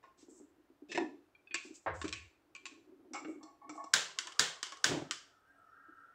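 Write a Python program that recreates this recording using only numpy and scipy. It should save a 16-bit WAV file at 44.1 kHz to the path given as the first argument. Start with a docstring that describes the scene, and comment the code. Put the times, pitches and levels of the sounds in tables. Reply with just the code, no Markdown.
"""Lighting a gas hob

In a small, hard-walled kitchen, things clack and bump while a long-neck lighter is fetched: shaped pushes
ring resonances and echoes. The knob opens the gas, which is coloured noise, and three piezo snaps ring the
case, a steel pot and the room. The second spark puffs; the third takes with a soft noise whump, which gives
way to a quiet, hollow hiss of fluttering noise resonances."""
import sys
import numpy as np
from scipy import signal
from scipy.fft import rfft, irfft, next_fast_len
from scipy.io import wavfile
from scipy.ndimage import map_coordinates

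SR = 44100
rng = np.random.default_rng(int(sys.argv[2]) if len(sys.argv) > 2 else 0)


def to_wav(s):
    """Save 16-bit WAV."""
    ch = np.atleast_2d(s).T  # columns
    pcm = np.round(np.clip(ch, -1, 1) * 32767)  # PCM
    wavfile.write(sys.argv[1], SR, pcm.astype(np.int16))


N = 270774
SIZE = 32768  # samples in one hit
HZ = np.fft.rfftfreq(SIZE, 1 / SR)
AGE = np.arange(SIZE) / SR  # seconds since a hit began
TIME = np.arange(N) / SR  # seconds since the scene began


def amp(db):
    """Decibels to gain."""
    return 10 ** (np.asarray(db) / 20)


def unit(x):
    """Scale to rms 1."""
    return x / np.sqrt(np.mean(x ** 2) + 1e-20)


def unit_hit(x):
    """Scale a hit to rms 1 over its first 30 ms and let its far end fade to silence."""
    fade = np.clip(2 - 2 * AGE / AGE[-1], 0, 1) ** 2
    onset = x[:int(0.03 * SR)]
    return fade * x / np.sqrt(np.mean(onset ** 2) + 1e-20)


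def along(points, hz):
    """Read a curve of (Hz, value) points on a log frequency axis."""
    point_hz, value = np.transpose(points)
    return np.interp(np.log(hz + 1), np.log(point_hz + 1), value)


def wobble(rate):
    """A smooth random curve with this many knots a second."""
    return map_coordinates(rng.standard_normal(2048), [TIME * rate], mode="wrap")


def resonances(modes, hz):
    """Causal response of (Hz, width, dB) resonances, with alternating signs."""
    total = 0
    for k, (centre, width, db) in enumerate(modes):
        damping = 1j * hz * width
        total = total + (-1) ** k * amp(db) * damping / (centre * centre - hz * hz + damping)
    return total


def peaks(modes, hz, skirt):
    """Gain of (Hz, width, dB) resonances; a higher skirt darkens the valleys between them."""
    return sum(amp(db) / (1 + ((hz - centre) / width) ** 2) ** skirt for centre, width, db in modes)


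def causal(gain):
    """The minimum-phase response with this gain, which rings only after the blow."""
    cepstrum = irfft(np.log(np.maximum(gain, 1e-6)))
    cepstrum[1:SIZE // 2] *= 2
    cepstrum[SIZE // 2 + 1:] = 0
    return np.exp(rfft(cepstrum))


def filtered(x, response):
    """Filter x by a response given as a function of frequency."""
    size = next_fast_len(N + SIZE)
    return irfft(rfft(x, size) * response(np.fft.rfftfreq(size, 1 / SR)), size)[:N]


def noise(points):
    """Noise of rms 1 with a (Hz, dB) colour."""
    return unit(filtered(rng.standard_normal(N), lambda hz: amp(along(points, hz))))


def fluttering(modes, skirt, flutter_db, rate):
    """Noise in (Hz, width, dB) resonances, each swelling and fading on its own."""
    total = 0
    for centre, width, db in modes:
        band = filtered(rng.standard_normal(N), lambda hz: peaks([(centre, width, 0)], hz, skirt))
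        total = total + amp(db) * unit(band) * unit(amp(flutter_db * wobble(rate)))
    return total


def drifting(x, depth, rate):
    """Let the pitch of a steady sound wander by a relative depth."""
    return map_coordinates(x, [np.cumsum(1 + depth * wobble(rate))], mode="wrap")


def stroke(s, length, attack, t60):
    """Gain that rises from time s, holds until s + length and then dies away."""
    age = TIME - s
    return np.clip(age / attack, 0, 1) * amp(-60 * np.maximum(age - length, 0) / t60)


def strokes(rows, attack, t60):
    """Gain of (s, length, dB) movements that share one attack and release."""
    return sum(amp(db) * stroke(s, length, attack, t60) for s, length, db in rows)


def contact(t60, chatter_db):
    """Spectrum of one sharp push followed by brief, decaying chatter."""
    chatter = rng.standard_normal(SIZE) * amp(-60 * AGE / t60)
    return 1 + amp(chatter_db) * rfft(chatter / np.linalg.norm(chatter))


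def walls(size_db, count=6):
    """Early echoes off the hob, pot and tiles comb the spectrum, differently for each blow."""
    delay, size = rng.uniform(0.001, 0.014, count), rng.standard_normal(count)
    echoes = np.bincount((delay * SR).astype(int), size / np.linalg.norm(size), SIZE)
    return 1 + amp(size_db) * rfft(echoes)


# The kitchen's echo. Each row: frequency in Hz, time to fall 60 dB in seconds.
KITCHEN_ECHO = [(100, .4), (350, .38), (1500, .4), (4500, .4), (8000, .36), (10500, .28), (14000, .26)]


def room():
    """Spectrum of a fresh kitchen echo of energy 1; the treble dies first."""
    hz, t, z = signal.stft(rng.standard_normal(SIZE), SR, nperseg=256)
    decay = amp(-60 * t / along(KITCHEN_ECHO, hz)[:, None])
    tail = signal.istft(z * decay, SR, nperseg=256)[1][:SIZE]
    tail = tail * (1 - np.exp(-AGE / 0.001))
    return rfft(tail / np.linalg.norm(tail))


def add(track, s, sound):
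    """Mix a sound in at time s."""
    part = track[max(round(s * SR), 0):][:len(sound)]
    part += sound[:len(part)]


# Limits of the thump, knock, clack and tick ranges. Each entry: frequency in Hz.
BLOW_BAND_EDGES = [150, 520, 1450, 4000, 10000]


def clacks(blows, modes, skirt, chatter_db, room_db):
    """A hard thing is knocked; each blow rings its modes, balanced over four ranges from thump to tick."""
    out = np.zeros(N)
    body = causal(peaks(modes, HZ, skirt) / (1 + (HZ / 9200) ** 14))
    bands = []
    for edges in zip(BLOW_BAND_EDGES, BLOW_BAND_EDGES[1:]):
        sos = signal.butter(3, edges, "band", fs=SR, output="sos")
        bands.append(signal.sosfreqz(sos, HZ, fs=SR)[1])
    for s, *band_db, t60 in blows:
        blow = body * walls(size_db=-2.5) * (contact(t60, chatter_db) + amp(room_db) * room())
        swell = 1 - np.exp(-AGE / (0.025 * t60))  # a long, scuffing contact starts softly
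        hit = sum(amp(db) * unit_hit(swell * irfft(blow * band)) for db, band in zip(band_db, bands))
        add(out, s, hit)
    return out


# The hush of the still kitchen. Each row: frequency in Hz, relative level in dB.
HUSH_COLOUR = [(25, -13), (90, -7.5), (230, -14), (350, -9), (780, -11.5), (1500, -15.5), (2300, -22),
               (5000, -29.5), (9000, -34.5), (15500, -34.5)]


def hush():
    """Faint, steady coloured noise lies under everything."""
    return amp(-75.5) * noise(HUSH_COLOUR)


# Dull colour of shuffling and of the worktop's ring. Each row: frequency in Hz, relative level in dB.
SHUFFLE_COLOUR = [(20, -45), (70, -21), (170, -23.5), (290, 12), (370, 8), (480, -10.5), (900, -21),
                  (2000, -49.5), (8000, -79)]
# Colour of a slide before its brightness tilt. Each row: frequency in Hz, relative level in dB.
SWISH_COLOUR = [(1500, -31), (3000, -15.5), (5000, -5.5), (7800, 3), (9000, -17.5), (12000, -32.5)]
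# A hand rubs over the worktop. Each row: start in seconds, length in seconds, level in dB.
HAND_RUBS = [(0.30, 0.029, -57), (0.975, .04, -36), (1.66, 0.071, -65), (2.62, 0.55, -65.5),
             (3.10, .27, -56), (3.63, .09, -59)]
# Something smooth slides briefly.
# Each row: start in seconds, length in seconds, level in dB, brightness in dB per octave.
SMOOTH_SWIPES = [(0.172, 0.039, -66.5, -8), (0.282, 0.11, -68, 15), (1.62, 0.047, -61, -6.5),
                 (1.731, 0.029, -60, 1), (1.932, 0.1, -64.5, 1), (3.27, 0.012, -66.5, 18),
                 (3.735, 0.032, -67.5, 11)]
# Soft nudges of the worktop. Each row: start in seconds, level in dB.
WORKTOP_NUDGES = [(0.228, -60), (0.284, -57.5), (0.400, -57), (0.58, -65.5), (0.701, -64), (0.821, -53),
                  (1.142, -56.5), (1.65, -54.5), (2.714, -59.5), (2.92, -58.5), (3.356, -52.5),
                  (5.885, -61.5)]
RUB_ATTACK_S, RUB_T60_S = 0.016, 0.31
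BUSY_UNTIL_S, BUSY_DB = 3.9, -77.5  # faint shuffling goes on until the lighter is in place
SWIPE_ATTACK_S, SWIPE_T60_S = 0.022, 0.33
SWIPE_TOP_HZ = 7800  # brightness tilts the colour up to here


def hands():
    """Uneven shuffling and sliding noise, with soft nudges that sound only the low ring of the worktop."""
    busy = amp(BUSY_DB) * stroke(0, BUSY_UNTIL_S, RUB_ATTACK_S, RUB_T60_S)
    effort = strokes(HAND_RUBS, RUB_ATTACK_S, RUB_T60_S) + busy
    out = effort * noise(SHUFFLE_COLOUR) * unit(amp(4 * wobble(35)))
    for s, length, db, brightness in SMOOTH_SWIPES:
        colour = [(hz, band_db + brightness * np.log2(min(hz, SWIPE_TOP_HZ))) for hz, band_db in SWISH_COLOUR]
        swish = signal.fftconvolve(noise(colour), irfft(walls(size_db=-2)))[:N]
        unevenness = unit(amp(1.5 * wobble(45)))
        out += amp(db) * stroke(s, length, SWIPE_ATTACK_S, SWIPE_T60_S) * unit(swish) * unevenness
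    worktop = causal(amp(along(SHUFFLE_COLOUR, HZ)))
    for s, db in WORKTOP_NUDGES:
        nudge = worktop * (contact(t60=0.13, chatter_db=2) + amp(-4.5) * room())
        add(out, s, amp(db) * unit_hit(irfft(nudge)))
    return out


# A catch rattles, then clunks. Each row: start in seconds, thump level in dB, knock level in dB,
# clack level in dB, tick level in dB, chatter's time to fall 60 dB in seconds.
CATCH_BLOWS = [(0.026, -83, -65, -67.5, -74, 0.27), (0.885, -54.5, -75, -63, -55.5, 0.58),
               (0.9155, -52.5, -60.5, -44, -45.5, 0.07), (0.946, -43, -52, -40.5, -46.5, 0.11),
               (0.975, -37, -36, -38, -44, 0.02), (0.986, -39, -43, -45.5, -54, 0.27)]
# The catch's ring. Each row: frequency in Hz, width in Hz, relative level in dB.
CATCH_RING = [(347, 31, 15.5), (513, 240, -0.5), (764, 99, 4.5), (960, 56, 4), (1767, 33, 7), (1874, 99, 3),
              (2140, 96, -3), (2560, 136, 4), (3580, 240, -22.5), (4180, 67, -36), (5240, 260, -31),
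              (6020, 120, -32), (7270, 480, -35)]


def catch():
    """The catch's blows chatter strongly, with little of the room."""
    return clacks(CATCH_BLOWS, CATCH_RING, skirt=1.0, chatter_db=12.0, room_db=-10)


# Light touches on thin metal.
# Each row: start in seconds, pitch in Hz, level in dB, time to fall 60 dB in seconds.
METAL_TINKS = [(0.039, 1060, -59, 0.15), (1.350, 2370, -65, 0.056), (1.472, 2560, -61, 0.05),
               (1.509, 2470, -53, 0.26), (1.546, 1108, -56, 0.18), (2.126, 1115, -55, 0.098),
               (2.127, 2410, -52, 0.076), (2.553, 2350, -57.5, 0.18), (3.43, 4387, -71.5, 0.23),
               (5.112, 3440, -61.5, 0.32)]


def tinks():
    """One main note of thin metal with weak partials around it, blurred by the room."""
    out = np.zeros(N)
    partials = [(1, 3.5), (0.63, -12.5), (1.37, -12), (1.8, -18)]  # (frequency ratio, dB)
    for s, hz, db, t60 in METAL_TINKS:
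        note = sum(amp(part_db) * np.sin(2 * np.pi * hz * ratio * AGE) for ratio, part_db in partials)
        note = note * amp(-60 * AGE / t60) * (1 - np.exp(-AGE / 0.0011))
        blurred = irfft(rfft(note) * (1 + amp(-8.5) * room()))
        add(out, s, amp(db) * unit_hit(blurred))
    return out


# The lighter's body knocks as it is picked up and regripped, and as its trigger reaches its end stop.
# Each row: start in seconds, thump level in dB, knock level in dB, clack level in dB, tick level in dB,
# chatter's time to fall 60 dB in seconds.
BODY_BLOWS = [(1.509, -66.5, -84, -56, -84, 0.037), (1.543, -51.5, -51, -36, -40, .015),
              (2.015, -58, -45.5, -47.5, -49, 0.023), (2.041, -39, -49, -48.5, -54, 0.1),
              (2.080, -67, -60.5, -50, -49, .015), (2.126, -60, -66, -43.5, -44.5, .012),
              (2.550, -74, -63, -50.5, -57.5, 0.016), (2.655, -82, -56.5, -46.5, -49, 0.021),
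              (4.2715, -68, -52.5, -65, -68, .03), (4.7216, -66, -50.5, -59, -66.5, .03)]
# The body's ring. Each row: frequency in Hz, width in Hz, relative level in dB.
BODY_RING = [(296, 16, -3), (331, 15, 5), (720, 83, -31), (1095, 24, 10.5), (1440, 39, -6), (1744, 36, 3.5),
             (2502, 220, 16.5), (2955, 70, -7), (3163, 100, -22), (3580, 46, -12), (4000, 110, -16.5),
             (4570, 100, -16), (5400, 59, -22), (6130, 320, -14), (7220, 160, -9), (7870, 140, -15)]


def lighter_body():
    """Knocks on the lighter's body ring its resonances, with the room well in the blend."""
    return clacks(BODY_BLOWS, BODY_RING, skirt=0.8, chatter_db=9.5, room_db=1.5)


# A dull bump, like a cupboard door closing. Each row: frequency in Hz, relative level in dB.
DOOR_COLOUR = [(59, -41.5), (100, -23), (159, 0), (212, -36), (270, -11), (355, -4.5), (394, -6.5),
               (500, -1), (615, -2), (896, 2), (1120, -4), (1780, -4.5), (6000, -48.5), (7800, -76),
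               (13200, -120)]
# The door panel's two close modes. Each row: frequency in Hz, starting level in dB.
PANEL_MODES = [(80, -55.5), (86, -46)]
PANEL_ATTACK_S, PANEL_FREE_S, PANEL_T60_S, PANEL_STOP_T60_S = 0.043, 0.418, 1.73, 0.068


def door():
    """A padded bump; the panel's two close modes beat until it comes to rest."""
    out, s = np.zeros(N), 1.862
    push = contact(t60=0.29, chatter_db=15.0) + amp(10.5) * room()
    blow = causal(amp(along(DOOR_COLOUR, HZ))) * walls(size_db=-2) * push
    add(out, s, amp(-34.5) * unit_hit(irfft(blow)))
    age = np.maximum(TIME - s, 0)
    panel = 0
    for hz, db in PANEL_MODES:
        wander = 1.44 * wobble(30.04)  # phase in radians
        panel = panel + amp(db) * np.sin(2 * np.pi * hz * age + wander)
    held = stroke(s, PANEL_FREE_S, PANEL_ATTACK_S, PANEL_STOP_T60_S)
    return out + panel * amp(-60 * age / PANEL_T60_S) * held


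# A hand meets the knob, presses it in and turns it. Each row: start in seconds, thump level in dB,
# knock level in dB, clack level in dB, tick level in dB, chatter's time to fall 60 dB in seconds.
KNOB_BLOWS = [(3.134, -61, -60, -53.5, -51, 0.021), (3.141, -64, -44.5, -46.5, -54.5, 0.16),
              (3.247, -47.5, -56, -54, -76, 0.022), (3.282, -41, -69, -75, -90, 0.07),
              (3.429, -54, -63, -76, -62.5, 0.033), (3.693, -49, -53.5, -53, -57, 0.028),
              (3.755, -58.5, -58.5, -66.5, -72, 0.02), (3.840, -61.5, -57, -79.5, -61, 0.022)]
# The knob's ring. Each row: frequency in Hz, width in Hz, relative level in dB.
KNOB_RING = [(311.7, 18, 10.5), (522.6, 46, -11), (780, 79, 0), (900, 43, -20.5), (1150, 50, -8.5),
             (1278, 76, -3.5), (2235, 77, -5.5), (2760, 69, -17.5), (3477, 64, -27), (4180, 97, -30),
             (5653, 350, -23.5), (7350, 81, -17.5), (7830, 88, -28)]


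def knob():
    """Touches on the knob ring its resonances, with plenty of chatter and room."""
    return clacks(KNOB_BLOWS, KNOB_RING, skirt=0.84, chatter_db=13.5, room_db=8.5)


# The valve's ring. Each row: frequency in Hz, width in Hz, relative level in dB.
GRIND_RING = [(680, 32, -4), (843, 71, -4), (1120, 33, -3.5), (1104, 28, 2), (1770, 46, -18.5),
              (2190, 50, -17)]
# Twists of the knob. Each row: start in seconds, length in seconds, level in dB.
KNOB_TWISTS = [(3.408, .07, -60.5), (3.615, .10, -57.5), (3.776, 0.04, -47.5)]
TWIST_ATTACK_S, TWIST_T60_S = 0.0044, 0.36


def valve():
    """The valve grinds with each twist: uneven noise sounds its resonances."""
    grind = unit(filtered(rng.standard_normal(N), lambda hz: peaks(GRIND_RING, hz, skirt=1.3)))
    return strokes(KNOB_TWISTS, TWIST_ATTACK_S, TWIST_T60_S) * grind * unit(amp(1.2 * wobble(60)))


# Colour of the unlit jet. 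Each row: frequency in Hz, relative level in dB.
JET_COLOUR = [(240, -42), (400, -2.5), (554, -17), (691, -6.5), (970, -9.5), (1100, 4), (1470, -29),
              (2230, -27.5), (4230, -46.5), (7700, -23.5), (9000, -38), (11700, -74.5), (19800, -120)]
# The burner's hollow. Each row: frequency in Hz, width in Hz, relative level in dB.
HOLLOW_MODES = [(1320, 85, 7), (1450, 60, -1.5), (1587, 50, -3), (1810, 69, -8)]
# The faintly whistling ports. Each row: frequency in Hz, width in Hz, relative level in dB.
PORT_MODES = [(284, 16, -3.5), (701, 110, -6.5), (2940, 49, -19.5), (3400, 36, -30.5), (4230, 60, -28.5),
              (5110, 70, -28.5), (5550, 45, -20.5), (7200, 48.8, -29), (8100, 79, -17)]
GAS_ON_S, GAS_RISE_S, GAS_DB = 3.75, 0.25, -62  # unlit gas builds up and flows until the last spark
# the lit burner draws harder after a moment, then settles
FLAME_LOW_DB, FLAME_FULL_DB, FLAME_SWELL_S = -70.5, -57, (5.43, 5.77)
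FLAME_SETTLE_DB_PER_S = 10
HOLLOW_DRIFT, HOLLOW_FLUTTER_DB = 0.02, 4.5  # relative pitch wander; flutter of each resonance
PORTS_DB = -76  # gain on the blend of port modes


def burner():
    """Raw gas rushes out until it catches, then burns with a hollow, fluttering hiss."""
    lit_s = SPARK_SNAPS[-1][0]
    jet = drifting(noise(JET_COLOUR), depth=0.07, rate=11) * unit(amp(3.4 * wobble(30)))
    gas = amp(GAS_DB) * stroke(GAS_ON_S, lit_s - GAS_ON_S, GAS_RISE_S, t60=0.1) * jet
    alight = np.clip((TIME - lit_s) / WHUMP_PEAK_S, 0, 1)
    # the jet sounds the burner's hollow, whose resonances slide together with the flow
    hollow = unit(fluttering(HOLLOW_MODES, skirt=1.7, flutter_db=HOLLOW_FLUTTER_DB, rate=13))
    hollow = drifting(hollow, HOLLOW_DRIFT, rate=9)
    draw_db = np.interp(TIME, FLAME_SWELL_S, [FLAME_LOW_DB, FLAME_FULL_DB])
    draw_db = draw_db - FLAME_SETTLE_DB_PER_S * np.maximum(TIME - FLAME_SWELL_S[-1], 0)
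    # each port flutters on its own and whistles faintly
    ports = fluttering(PORT_MODES, skirt=3.9, flutter_db=4.5, rate=11)
    return gas + alight * (amp(draw_db) * hollow + amp(PORTS_DB) * ports)


# The piezo hammer strikes. Each row: start in seconds, base level of the layers in dB.
SPARK_SNAPS = [(3.9379, -27), (4.3945, -28.5), (4.843, -30)]
# The trigger springs back with a thin click; fainter clicks follow.
# Each row: start in seconds, level of the click in dB.
TRIGGER_RETURNS = [(4.1877, -36.5), (4.2715, -49.5), (4.3216, -56), (4.6295, -39.5), (4.6682, -56),
                   (4.7216, -52.5), (4.7714, -61.5), (5.1103, -37.5)]
# The lighter's plastic case. Each row: frequency in Hz, width in Hz, relative level in dB.
CASE_MODES = [(1550, 150, 3.5), (3700, 150, 4), (4770, 330, 1), (7000, 1300, -3), (8740, 300, -15),
              (10700, 400, -16.5)]
# The snap as it spreads into the room. 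Each row: frequency in Hz, relative level in dB.
SPREAD_COLOUR = [(25, -43), (85, -24.5), (156, -10), (233, -18.5), (480, -4.5), (650, -7), (1100, -7.5),
                 (1620, 2), (2420, -6), (3200, -0.5), (4500, -4.5), (7400, -5), (9200, -17), (12300, -31),
                 (15300, -26)]
# The trigger's thin click. Each row: frequency in Hz, relative level in dB.
CLICK_COLOUR = [(150, -54.5), (250, -17.5), (795, -29), (1200, -2.5), (1890, -6.5), (2160, -6.5),
                (2530, -12), (3010, -0.5), (3960, -10), (4960, -5), (7770, -9.5), (10600, -32.5),
                (15500, -43)]
# The steel pot, set ringing by each snap. Each row: frequency in Hz, width in Hz, relative level in dB.
POT_MODES = [(1030, 20, 5.5), (1457, 9.8, -3), (1550, 4, 7), (1815, 18, 10), (2020, 5.3, -4), (3130, 32, 0),
             (3460, 36, 1), (3637, 36, -5.5), (4360, 8.2, -1), (6210, 35, -7), (6930, 37, -4.5),
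             (6650, 73, 2)]


def lighter():
    """Each hammer blow cracks and rings the pot and the room; thinner clicks follow the trigger back."""
    out = np.zeros(N)
    case = resonances(CASE_MODES, HZ) * causal(1 / (1 + (HZ / 10500) ** 5))
    pot = resonances(POT_MODES, HZ)
    spread = causal(amp(along(SPREAD_COLOUR, HZ)))
    thin = causal(amp(along(CLICK_COLOUR, HZ)))
    for s, db in SPARK_SNAPS:
        crack = unit_hit(irfft(case * contact(t60=0.019, chatter_db=0)))
        echo = unit_hit(irfft(spread * room() * walls(size_db=-14.0)))
        ring = unit_hit(irfft(pot * contact(t60=0.014, chatter_db=-5.5)))
        add(out, s, amp(db) * (amp(1.0) * crack + amp(-2.5) * echo + amp(-11.0) * ring))
        add(out, s + 0.0065, amp(db - 17.0) * crack)  # the nearest wall throws the crack back
        # the hammer slips off its latch just before it lands
        slip = unit_hit(irfft(thin * contact(t60=0.03, chatter_db=12)))
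        add(out, s - 0.003, amp(db - 21) * slip)
    for s, db in TRIGGER_RETURNS:
        push = contact(t60=0.023, chatter_db=5) + amp(0.5) * room()
        click = unit_hit(irfft(thin * walls(size_db=-10.0) * push))
        ring = unit_hit(irfft(pot * contact(t60=0.02, chatter_db=-3.5)))
        add(out, s, amp(db) * (click + amp(-15.0) * ring))
    return out


# Colour of the small puff. Each row: frequency in Hz, relative level in dB.
SMALL_PUFF_COLOUR = [(20, -34.5), (45, -17.5), (85, -5), (150, -3.5), (280, 6.5), (600, -23), (2000, -47.5),
                     (6000, -83.5)]
# Colour of the whump. Each row: frequency in Hz, relative level in dB.
ROAR_COLOUR = [(25, -19.5), (70, -20.5), (150, 4.5), (210, -9.5), (300, 6), (450, -4.5), (600, -3.5),
               (900, -8.5), (1300, -19.5), (2500, -22.5), (6000, -57.5)]
PUFF_DB, PUFF_ATTACK_S, PUFF_T60_S = -41.5, 0.008, 0.13  # the whump shares this attack
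# the flame front grows round the ring, flares and dies away, the treble very slightly faster
WHUMP_DB, WHUMP_GROW_DB_PER_S, WHUMP_PEAK_S, WHUMP_LENGTH_S = -33.5, 230, 0.071, 0.1
WHUMP_SPLIT_HZ, WHUMP_LOW_T60_S, WHUMP_HIGH_T60_S = 380, 0.39, 0.38


def ignition():
    """The second spark gives a small puff; the third sets all the gas off in one lumpy whump."""
    (puff_s, _), (lit_s, _) = SPARK_SNAPS[-2:]
    puff_gain = amp(PUFF_DB) * stroke(puff_s, PUFF_ATTACK_S, PUFF_ATTACK_S, PUFF_T60_S)
    puff = puff_gain * noise(SMALL_PUFF_COLOUR)
    roar = noise(ROAR_COLOUR) * unit(amp(2.1 * wobble(90)))
    low = filtered(roar, lambda hz: 1 / (1 + (hz / WHUMP_SPLIT_HZ) ** 6))
    high = roar - low
    growth = amp(WHUMP_DB + WHUMP_GROW_DB_PER_S * np.minimum(TIME - lit_s - WHUMP_PEAK_S, 0))
    low_gain = stroke(lit_s, WHUMP_LENGTH_S, PUFF_ATTACK_S, WHUMP_LOW_T60_S)
    high_gain = stroke(lit_s, WHUMP_LENGTH_S, PUFF_ATTACK_S, WHUMP_HIGH_T60_S)
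    return puff + growth * (low * low_gain + high * high_gain)


def scene():
    """Everything at the hob over the faint hush of the kitchen."""
    handling = catch() + lighter_body() + knob()
    gas = valve() + burner() + ignition()
    return (hush() + hands() + handling + tinks() + door() + gas + lighter())[None]


def record(dry):
    """The microphone rounds off the sharpest peaks, thins the deep bass and cuts steeply above its top."""
    ceiling, bass_hz, top_hz = 0.5, 32, 15750
    rounded = dry[0] / (1 + np.abs(dry[0] / ceiling) ** 6) ** (1 / 6)
    thinned = signal.sosfilt(signal.butter(2, bass_hz, "high", fs=SR, output="sos"), rounded)
    return filtered(thinned, lambda hz: 1 / (1 + (hz / top_hz) ** 160))[None]


dry = scene()
out = record(dry)
to_wav(out)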